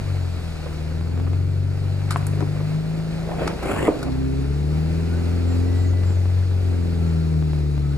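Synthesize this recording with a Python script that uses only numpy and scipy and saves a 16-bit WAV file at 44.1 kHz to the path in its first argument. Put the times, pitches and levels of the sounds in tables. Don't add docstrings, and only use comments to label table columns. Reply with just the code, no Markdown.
import sys
import numpy as np
from scipy import signal
from scipy.fft import rfft, irfft, next_fast_len
from scipy.io import wavfile
from scipy.ndimage import uniform_filter1d, map_coordinates

SR = 44100
rng = np.random.default_rng(int(sys.argv[2]) if len(sys.argv) > 2 else 0)


def convert_level_to_amplitude(level_db):
    exponent = np.asarray(level_db, float) / 20
    return 10 ** exponent


def log_audio(samples):
    frames = np.atleast_2d(samples).T
    limited = np.clip(frames, -1, 1)
    pcm = np.round(limited * 32767).astype(np.int16)
    wavfile.write(sys.argv[1], SR, pcm)


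N = 351477
T = np.arange(N) / SR


def unit(x):
    return x / np.sqrt(np.mean(x ** 2) + 1e-20)


def along(points, hz):
    f, *cols = np.transpose(points)
    return np.squeeze([np.interp(np.log(hz + 1), np.log(f + 1), v) for v in cols])


def curves(rows):
    s, *cols = np.transpose(rows)
    gate = np.clip(np.minimum(T - s[0], s[-1] - T) / 0.034 + 1, 0, 1)
    return gate, [np.interp(T, s, c) for c in cols]


def wobble(rate, order=3):
    knots = rng.standard_normal(int(N * rate / SR) + 4)
    return map_coordinates(knots, [T * rate], order=order)


def filtered(x, response):
    m = next_fast_len(N + 8192)
    return irfft(rfft(x, m) * response(np.fft.rfftfreq(m, 1 / SR)), m)[..., :N]


# (frequency [Hz], left-right correlation before the lag [1])
LIKENESS = [(60, 0.97), (130, 0.75), (290, 0.19), (640, 0.46), (1400, 0.96), (3080, -0.53), (6760, 0.48),
            (14800, 0.042)]


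def rush(spectrum, patchy_db):
    z = signal.stft(rng.standard_normal((2, N)), nperseg=512)[2]
    field = rng.standard_normal(z.shape[1:])
    field = uniform_filter1d(uniform_filter1d(field, 4, 0), 10, 1)
    pair = signal.istft(z * convert_level_to_amplitude(patchy_db * unit(field)), nperseg=512)[1][:, :N]

    def mixing(hz):
        angle = np.arccos(np.clip(along(LIKENESS, hz), -1, 1)) / 2
        lag = .7 * (hz > 1700)
        shares = [np.cos(angle), 1j * np.sin(angle) * np.sin(lag), np.sin(angle) * np.cos(lag)]
        return convert_level_to_amplitude(along(spectrum, hz)) * shares

    mid, shifted, other = filtered(pair[[0, 0, 1]], mixing)
    return np.array([mid + shifted + other, mid - shifted - other]) / np.std(mid)


# (frequency [Hz], level [dB], phase [rad])
PORT_DIFFERENCE = [(40, -5, 1.5), (90, -13, .5), (168, -7.5, 1.2), (240, 1.5, 2.2), (276, 5, 1.9),
                   (276, 6, 1.6), (275, -2, 1.8), (396, -4, 2.57), (1000, -6, 5.4), (2000, 2, 1.6)]


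def ports(mid):
    def response(hz):
        level_db, phase = along(PORT_DIFFERENCE, hz)
        return convert_level_to_amplitude(level_db) * np.exp(1j * phase)

    side = filtered(mid, response)
    return np.array([mid + side, mid - side])


# (frequency [Hz], decay time to -60 dB [s])
WOODS_DECAY = [(200, 0.59), (2000, 0.34), (9000, 0.33)]


def woods(x):
    hz, t, z = signal.stft(rng.standard_normal((2, SR // 2)), SR, nperseg=256)
    decay = convert_level_to_amplitude(-60 * t / along(WOODS_DECAY, hz)[:, None])
    tail = signal.istft(z * decay, SR, nperseg=256)[1]
    return signal.fftconvolve(x, tail / np.linalg.norm(tail[0]), axes=1)[:, :N]


# (time [s], length [s], held frequency [Hz], level [dB])
BIRD_WHISTLES = [(5.46, .115, 7350, -54), (5.755, .14, 7430, -55), (6.03, .14, 7350, -55)]
# (time [s], level [dB])
BIRD_ARCHES = [(5.585, -57), (5.858, -53), (6.135, -56), (6.18, -60)]


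def bird():
    slide_hz, arch_s, foot_hz, top_hz = 750, .055, 5950, 6780
    notes = [(s, length, db, [0, .22, 1], [hz + slide_hz, hz, hz]) for s, length, hz, db in BIRD_WHISTLES]
    arch_hz = [foot_hz, top_hz - 150, top_hz, foot_hz]
    notes += [(s, arch_s, db, [0, .25, .5, 1], arch_hz) for s, db in BIRD_ARCHES]
    song = np.zeros(N)
    for s, length, db, shares, pitch in notes:
        u = np.clip((T - s) / length, 0, 1)
        swell = np.abs(np.sin(np.pi * u ** .8)) ** .6 * (u < 1)
        phase = 2 * np.pi * np.cumsum(np.interp(u, shares, pitch)) / SR
        song += swell * convert_level_to_amplitude(db + 1.5 * wobble(90)) * np.sin(phase)
    return song * convert_level_to_amplitude([[1.5], [-1.5]])


# (frequency [Hz], relative level per hertz [dB])
RUMBLE_SPECTRUM = [(15, -32), (30, -27), (60, 3), (120, -12), (200, -4.5), (320, -36), (600, -90)]
# (time [s], level [dB])
RUMBLE_COURSE = [(0, -37), (.45, -48), (1.62, -57), (2.22, -44), (3.24, -46.5), (3.7, -36), (4.24, -45),
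                 (5.3, -41.5), (7.04, -44.5), (7.97, -49)]


def rumble():
    level_db = curves(RUMBLE_COURSE)[1][0] + 3.6 * wobble(5.1)
    lumps = filtered(rng.standard_normal(N), lambda hz: convert_level_to_amplitude(along(RUMBLE_SPECTRUM, hz)))
    return convert_level_to_amplitude(level_db) * unit(ports(lumps))


# (frequency [Hz], relative level per hertz [dB])
HISS_SPECTRUM = [(900, -40), (1650, -15), (2700, -2.5), (3200, -4), (4100, 0.5), (4600, -0.5), (5200, -4.5),
                 (5700, -8.3), (7400, -9), (10000, -13), (13000, -12.8), (15400, -12.5)]
# (time [s], level [dB])
HISS_COURSE = [(0, -51), (.66, -50.3), (1.2, -53.5), (1.62, -54.5), (2.22, -51), (3.24, -50.8),
               (3.7, -48.5), (4.24, -52.5), (5.13, -49.8), (5.59, -49.8), (6.41, -51.7), (7.04, -51),
               (7.97, -54.3)]


def hiss(puff, shake):
    level_db = curves(HISS_COURSE)[1][0] + 0.36 * puff + 0.55 * shake
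    return convert_level_to_amplitude(level_db) * rush(HISS_SPECTRUM, patchy_db=0.9)


# (frequency [Hz], relative level per hertz [dB])
CLATTER_SPECTRUM = [(110, -29), (200, -16.5), (260, -11), (400, -14), (520, -15), (750, -18.5), (1060, -26),
                    (1400, -23), (1650, -26.5), (2500, -27), (3100, -37.5), (4200, -70)]
# (time [s], level [dB])
CLATTER_COURSE = [(0.0, -40), (0.4, -42.5), (0.66, -41), (1.2, -43), (1.62, -45.5), (2.22, -40),
                  (3.24, -41), (3.7, -36.5), (4.24, -43), (5.13, -40), (5.59, -40.5), (6.41, -43),
                  (7.04, -42), (7.97, -46.5)]


def clatter(puff, shake):
    level_db = curves(CLATTER_COURSE)[1][0] + 0.83 * puff + 0.74 * shake + 0.83 * wobble(60)
    return convert_level_to_amplitude(level_db) * rush(CLATTER_SPECTRUM, patchy_db=0.5)


# (time [s], length [s], start frequency [Hz], end frequency [Hz], level [dB])
WHINE_SPELLS = [(5.07, .105, 1380, 1520, -45), (5.62, .27, 1950, 1975, -50), (5.9, .17, 1978, 1980, -50),
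                (6.92, .4, 1335, 1400, -53), (7.78, .22, 1300, 1275, -55)]


def whine():
    out = np.zeros(N)
    for s, length, start_hz, end_hz, db in WHINE_SPELLS:
        u = np.clip((T - s) / length, 0, 1)
        flicker_db = 2.5 * wobble(45)
        hz = start_hz + (end_hz - start_hz) * u + 15 * wobble(70)
        fade = np.clip(np.minimum(3 * u, 8 - 8 * u), 0, 1)
        out += fade * convert_level_to_amplitude(db + flicker_db) * np.sin(2 * np.pi * np.cumsum(hz) / SR)
    return out


# (time [s], step level before its sag [dB], left minus right [dB])
MOUNT_SLIPS = [(1.0113, -19.5, -5), (1.1765, -19, -3), (1.1994, -18, 0.0), (1.3334, -18, -0.5),
               (6.0357, -19, 6), (6.1065, -18, -2.0), (6.2566, -20, 0), (6.9924, -25, -0.5),
               (7.4254, -18, -2), (7.5334, -17.5, -1.0), (7.7795, -20, -1)]


def ticks():
    out, t = np.zeros((2, N + SR)), np.arange(SR // 50) / SR
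    step = (1 - np.exp(-t / .00011)) * np.exp(-t / .0016)
    for s, db, pan_db in MOUNT_SLIPS:
        gain = rng.choice([-1, 1]) * convert_level_to_amplitude(db + np.array([[.5], [-.5]]) * pan_db)
        out[:, round(s * SR):][:, :len(t)] += gain * step
    return out[:, :N]


# (time [s], fine grit level [dB], coarse grit above fine [dB], panel above fine [dB],
#          time to -60 dB [s])
GRAVEL_SPRAYS = [(2.107, -37, -1, 8, 0.085), (2.168, -41.5, -14, 6, 0.044), (2.2672, -32, -17, -8, 0.025),
                 (2.4064, -54, 6, 12, 0.04), (3.475, -39, 2.5, 12, 0.033), (3.6277, -47, -1, 12, 0.05),
                 (3.9903, -49, .6, 7, 0.035), (4.0285, -35.5, -2, 2, 0.022), (4.1194, -56, 6, 9, 0.028)]
# (frequency [Hz], relative level per hertz [dB])
FINE_GRIT = [(5500, -38), (7000, 0), (8600, -2), (12600, -7), (15400, -9.5)]
COARSE_GRIT = [(2500, -25), (3500, -5), (4400, 1), (6000, -5.5), (7500, -33)]
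PANEL_SPECTRUM = [(350, -42), (600, -12), (812, -4), (1490, 2.5), (3000, -14.5), (3280, -34), (3500, -30),
                  (4550, -50), (7700, -120)]


def gravel():
    hold = 1.46
    fine, coarse, panel = np.zeros((3, N))
    for s, db, coarse_db, panel_db, t60 in GRAVEL_SPRAYS:
        decay_db = 60 * (np.abs(T - s) / np.clip(t60, .005, .3)) ** hold
        burst = (T >= s) * convert_level_to_amplitude(db - decay_db)
        fine += burst
        coarse += burst * convert_level_to_amplitude(coarse_db)
        panel += burst * convert_level_to_amplitude(panel_db)
    spray = fine * rush(FINE_GRIT, patchy_db=2.5)
    spray += coarse * rush(COARSE_GRIT, patchy_db=2.5)
    spray += panel * rush(PANEL_SPECTRUM, patchy_db=2.5)
    return convert_level_to_amplitude(2.7 * wobble(500)) * spray


# (time [s], clank mode level [dB], thud modes above it [dB], bright modes above it [dB],
#         left minus right [dB])
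CHASSIS_BLOWS = [(0.661, -33, -1, -5.5, -8), (1.267, -36.5, -10, 5.5, -3), (1.274, -34.5, -7, 3.5, -5),
                 (2.16, -19.5, -20, -5.5, 1), (2.228, -40.5, -5, 14, -1.5), (2.375, -40.5, 4.5, -3.5, 6),
                 (2.407, -32.5, 0, -12.5, 9), (2.424, -28.5, -2, -9.5, 10),
                 (2.602, -30.5, 0.5, -11.5, -2.0), (3.478, -26.5, -25, 10, -2.0),
                 (3.626, -30.5, -1, -2, 0.0), (3.695, -28.5, 4, 2.5, -1.0), (3.879, -21, 8.5, -10.5, -2.5),
                 (4.067, -33, 0.5, -1.5, -5), (5.933, -37, -5, -6.5, -6)]
# (frequency [Hz], relative level [dB])
CHASSIS_MODES = [(250, -3), (310, 5), (404, 4), (490, 4), (560, 0), (646, -9), (740, -2), (880, -1.5),
                 (1000, 2.5), (1150, 1.5), (1290, -7.5), (1450, -5), (1650, -6.5), (2000, -3.5),
                 (2315, -5.5)]


def knocks():
    thud_t60, longer_per_db = .055, .001
    out, t = np.zeros((2, N + SR)), np.arange(SR // 4) / SR
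    hz, level = np.transpose(CHASSIS_MODES)[:, :, None]
    for s, db, thud_db, bright_db, pan_db in CHASSIS_BLOWS:
        balance_db = np.where(hz < 700, thud_db, np.where(hz > 1300, bright_db, 0))
        strength = level + rng.normal(0, 2.1, hz.shape) + balance_db
        life = np.clip(thud_t60 + longer_per_db * (db + thud_db + 30), .02, .3)
        life = life * np.minimum(600 / hz, 1) ** 1.3
        pitch = hz * (1 + rng.normal(0, 0.027, hz.shape))
        phase = 2 * np.pi * pitch * t + rng.normal(0, 0.64, hz.shape)
        ring = (convert_level_to_amplitude(strength - 60 * t / life) * np.sin(phase)).sum(0)
        rise = 1 - np.exp(-t * hz[2] / 0.65 * convert_level_to_amplitude(-np.clip(thud_db, -20, 0)))
        gain = convert_level_to_amplitude(db + np.array([[.5], [-.5]]) * pan_db)
        out[:, round(s * SR):][:, :len(t)] += gain * ring * rise
    return out[:, :N]


# (start time [s], rise [s], lift-off time [s], grind level [dB], brightness [dB])
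BELLY_DRAGS = [(3.17, .24, 3.495, -26.5, 0), (3.635, .04, 3.875, -24, 5), (3.97, 0.072, 4.11, -34, -5)]
# (frequency [Hz], relative level per hertz [dB])
GRIND_SPECTRUM = [(35, -30), (60, 0), (90, 0.5), (160, -3), (210, -12), (280, 1.5), (400, -1.5),
                  (500, -2.5), (700, -4.5), (1000, -14.5), (1400, -25), (2600, -80)]
RASP_SPECTRUM = [(700, -22), (1100, -1), (1600, -4), (2400, -0.5), (2900, -8), (3400, -12), (4500, -48)]


def scrape():
    swell_db, brightens_db = 14.5, 7
    rasp_db, grit_db, grit_follows = -11.5, -31, 2.2
    grind_t60, rasp_t60 = 0.41, 0.11
    grind_gain, rasp_gain, grit_gain = np.zeros((3, N))
    for s, rise, lift, db, bright_db in BELLY_DRAGS:
        press = (T >= s) * convert_level_to_amplitude(db - swell_db * np.clip(1 - (T - s) / rise, 0, 1))
        still_dull_db = brightens_db * np.clip((lift - T) / (lift - s), 0, 1)
        after = np.maximum(T - lift, 0)
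        rasp_decay_db = 60 * after / rasp_t60
        grind_gain += press * convert_level_to_amplitude(-60 * after / grind_t60)
        rasp_gain += press * convert_level_to_amplitude(rasp_db + bright_db - still_dull_db - rasp_decay_db)
        grit_gain += press * convert_level_to_amplitude(grit_db + grit_follows * bright_db - rasp_decay_db)
    slips = convert_level_to_amplitude(1.3 * wobble(70) + 2 * wobble(250))
    grind = unit(slips * rush(GRIND_SPECTRUM, patchy_db=2.5))
    rasp = unit(slips * rush(RASP_SPECTRUM, patchy_db=3))
    grit = unit(slips * rush(FINE_GRIT, patchy_db=1.5))
    return convert_level_to_amplitude(1.2 * wobble(30)) * (grind_gain * grind + rasp_gain * rasp + grit_gain * grit)


MAIN_ORDERS = (2, 4, 6, 8, 10, 12, 16)
# (frequency [Hz], level [dB])
CABIN_RESPONSE = [(32, -13), (45, -1.8), (56, 3), (65, -2), (84, -2.5), (92, 0), (98, -6), (105, -20.5),
                  (112, -28), (122, -17), (135, -13.5), (146, -13.5), (156, -11), (165, -16), (175, -28),
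                  (186, -36), (200, -37), (225, -37.5), (245, -34.5), (265, -30), (285, -46), (320, -46),
                  (350, -51), (400, -54), (450, -51.5)]


def strong_orders(rate, turn, load_db, upper_db, strong_db):
    crank_follows = -.5
    tone = np.zeros(N)
    for k, db in zip(MAIN_ORDERS, strong_db):
        lead = .6 * np.exp(-((k * rate - 156) / 18) ** 2)
        follows = crank_follows if k == MAIN_ORDERS[0] else 1
        level_db = db + load_db * follows + upper_db * (k in MAIN_ORDERS[-3:])
        level_db = level_db + along(CABIN_RESPONSE, k * rate) + 0.9 * wobble(22)
        tone -= np.sqrt(2) * convert_level_to_amplitude(level_db) * np.cos(k * turn + lead)
    return tone


# (order [1], mean relative level [dB])
IMBALANCE = [(1, -4), (3, 0.5), (7, 1.5), (9, -8), (13, -2.5), (17, 2), (19, -6), (20, 4.5), (22, -4),
             (24, 3.5), (26, -1.5), (35, -18.5)]


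def weak_orders(turn, orders, drift):
    total = np.zeros(N)
    for k in orders:
        if k in MAIN_ORDERS:
            continue
        phase = k * turn + 2 * np.pi * rng.random() + drift * wobble(14, order=1)
        total += np.cos(phase) * convert_level_to_amplitude(along(IMBALANCE, k) + 2.7 * wobble(6, order=1))
    return total


# (time [s], cycle rate [cycles per s])
ENGINE_SPEED = [
    [(0.0, 24.6), (0.34, 21.45), (0.51, 20.13), (0.68, 19.4), (0.85, 19.41), (1.02, 20.46), (1.19, 21.76),
     (1.36, 22.86), (1.53, 23.25), (2.21, 24.49), (2.55, 24.98), (2.89, 26.64), (3.06, 26.93), (3.4, 27.37),
     (3.74, 29.17), (3.88, 31.08)],
    [(3.92, 15.74), (4.09, 16.3), (4.43, 17.12), (4.6, 18.26), (4.94, 20.28), (5.11, 20.94), (5.45, 21.59),
     (5.79, 22.47), (5.96, 22.63), (6.2, 22.65), (6.47, 22.96), (6.64, 22.56), (6.9, 21.05), (7.15, 20.19),
     (7.32, 19.73), (7.66, 18.38), (7.83, 17.92), (7.97, 17.77)],
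]
# (time [s], level [dB], extra level of the strong orders above 9 [dB])
ENGINE_LOAD = [
    [(0, -4, -3), (.13, -1, -3), (.34, -5.5, -6), (.6, -11, -5), (.85, -7, -4), (1.2, -1.5, -1),
     (1.8, -0.4, 0), (2.4, 3, -2), (3, 4.5, -7), (3.5, 1.5, -7), (3.88, -4, 0)],
    [(3.92, -21, 0), (4.08, -7, 0), (4.5, -3.5, 1), (5, -2, 0), (5.5, .5, 1.5), (5.85, 1, 0), (6.1, 1, -8),
     (6.55, .9, -9), (6.8, 0, -1), (7, -0.5, 0), (7.4, -1.7, -3), (7.97, -2.3, 0)],
]
MAIN_LEVELS = [(-39.5, -20, -17, -13.5, -14.5, -7, -1), (-37, -19.5, -27.5, -9.5, -13.5, -5, 4.7)]
# (time [s], low orders' level [dB], high orders above low [dB])
BETWEEN_LEVELS = [
    [(0, -44.5, -10), (.55, -47.5, -10), (1.2, -38.5, -7), (2.2, -41, -6.5), (2.9, -43.5, 0),
     (3.88, -41, -2)],
    [(3.92, -46, -0.5), (4.9, -44, 3), (5.6, -45, 5.5), (6.45, -45.5, 0), (6.95, -45, 4), (7.3, -45, 2.5),
     (7.97, -45.5, -1)],
]
# (frequency [Hz], level [dB])
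CABIN_COLOUR = [(20, 3), (70, -1), (150, 1), (220, -4.5), (330, -3), (430, -5.5), (520, -15), (800, -12),
                (1200, -50)]


def engine():
    tone, puff = np.zeros(N), np.zeros(N)
    for speed, load, strong_db, between in zip(ENGINE_SPEED, ENGINE_LOAD, MAIN_LEVELS, BETWEEN_LEVELS):
        gate, (rate,) = curves(speed)
        load_db, upper_db = curves(load)[1]
        low_db, high_db = curves(between)[1]
        turn = 2 * np.pi * np.cumsum(rate) / SR + .009 * wobble(30)
        tone += gate * strong_orders(rate, turn, load_db, upper_db, strong_db)
        low = weak_orders(turn, range(1, 12), drift=1.1)
        high = weak_orders(turn, range(13, 36), drift=.3)
        weak = gate * convert_level_to_amplitude(low_db) * (low + convert_level_to_amplitude(high_db) * high)
        tone += filtered(weak, lambda hz: convert_level_to_amplitude(along(CABIN_COLOUR, hz)))
        puff += gate * np.cos(4 * turn - 1.1)
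    return ports(tone), puff


def scene():
    tone, puff = engine()
    shake = wobble(14)
    bay = rumble() + hiss(puff, shake) + clatter(puff, shake)
    hits, song = knocks() + gravel(), bird()
    echoes = woods(convert_level_to_amplitude(-9) * hits + convert_level_to_amplitude(-3) * song)
    return song + echoes + bay + whine() + ticks() + hits + scrape() + tone


# (frequency [Hz], level [dB])
TREBLE_RESPONSE = [(10300, 0.5), (11200, -7), (12000, -1.5), (13250, -3.5), (13700, -23), (14400, -25),
                   (14650, -0.5), (15400, -5), (15520, -67)]


def treble_dips(x):
    return filtered(x, lambda hz: convert_level_to_amplitude(along(TREBLE_RESPONSE, hz)))


def top_cut(x):
    return signal.sosfilt(signal.butter(12, 15450, fs=SR, output="sos"), x)


def record(dry):
    mix = treble_dips(dry)
    return top_cut(mix)


dry = scene()
out = record(dry)
log_audio(out)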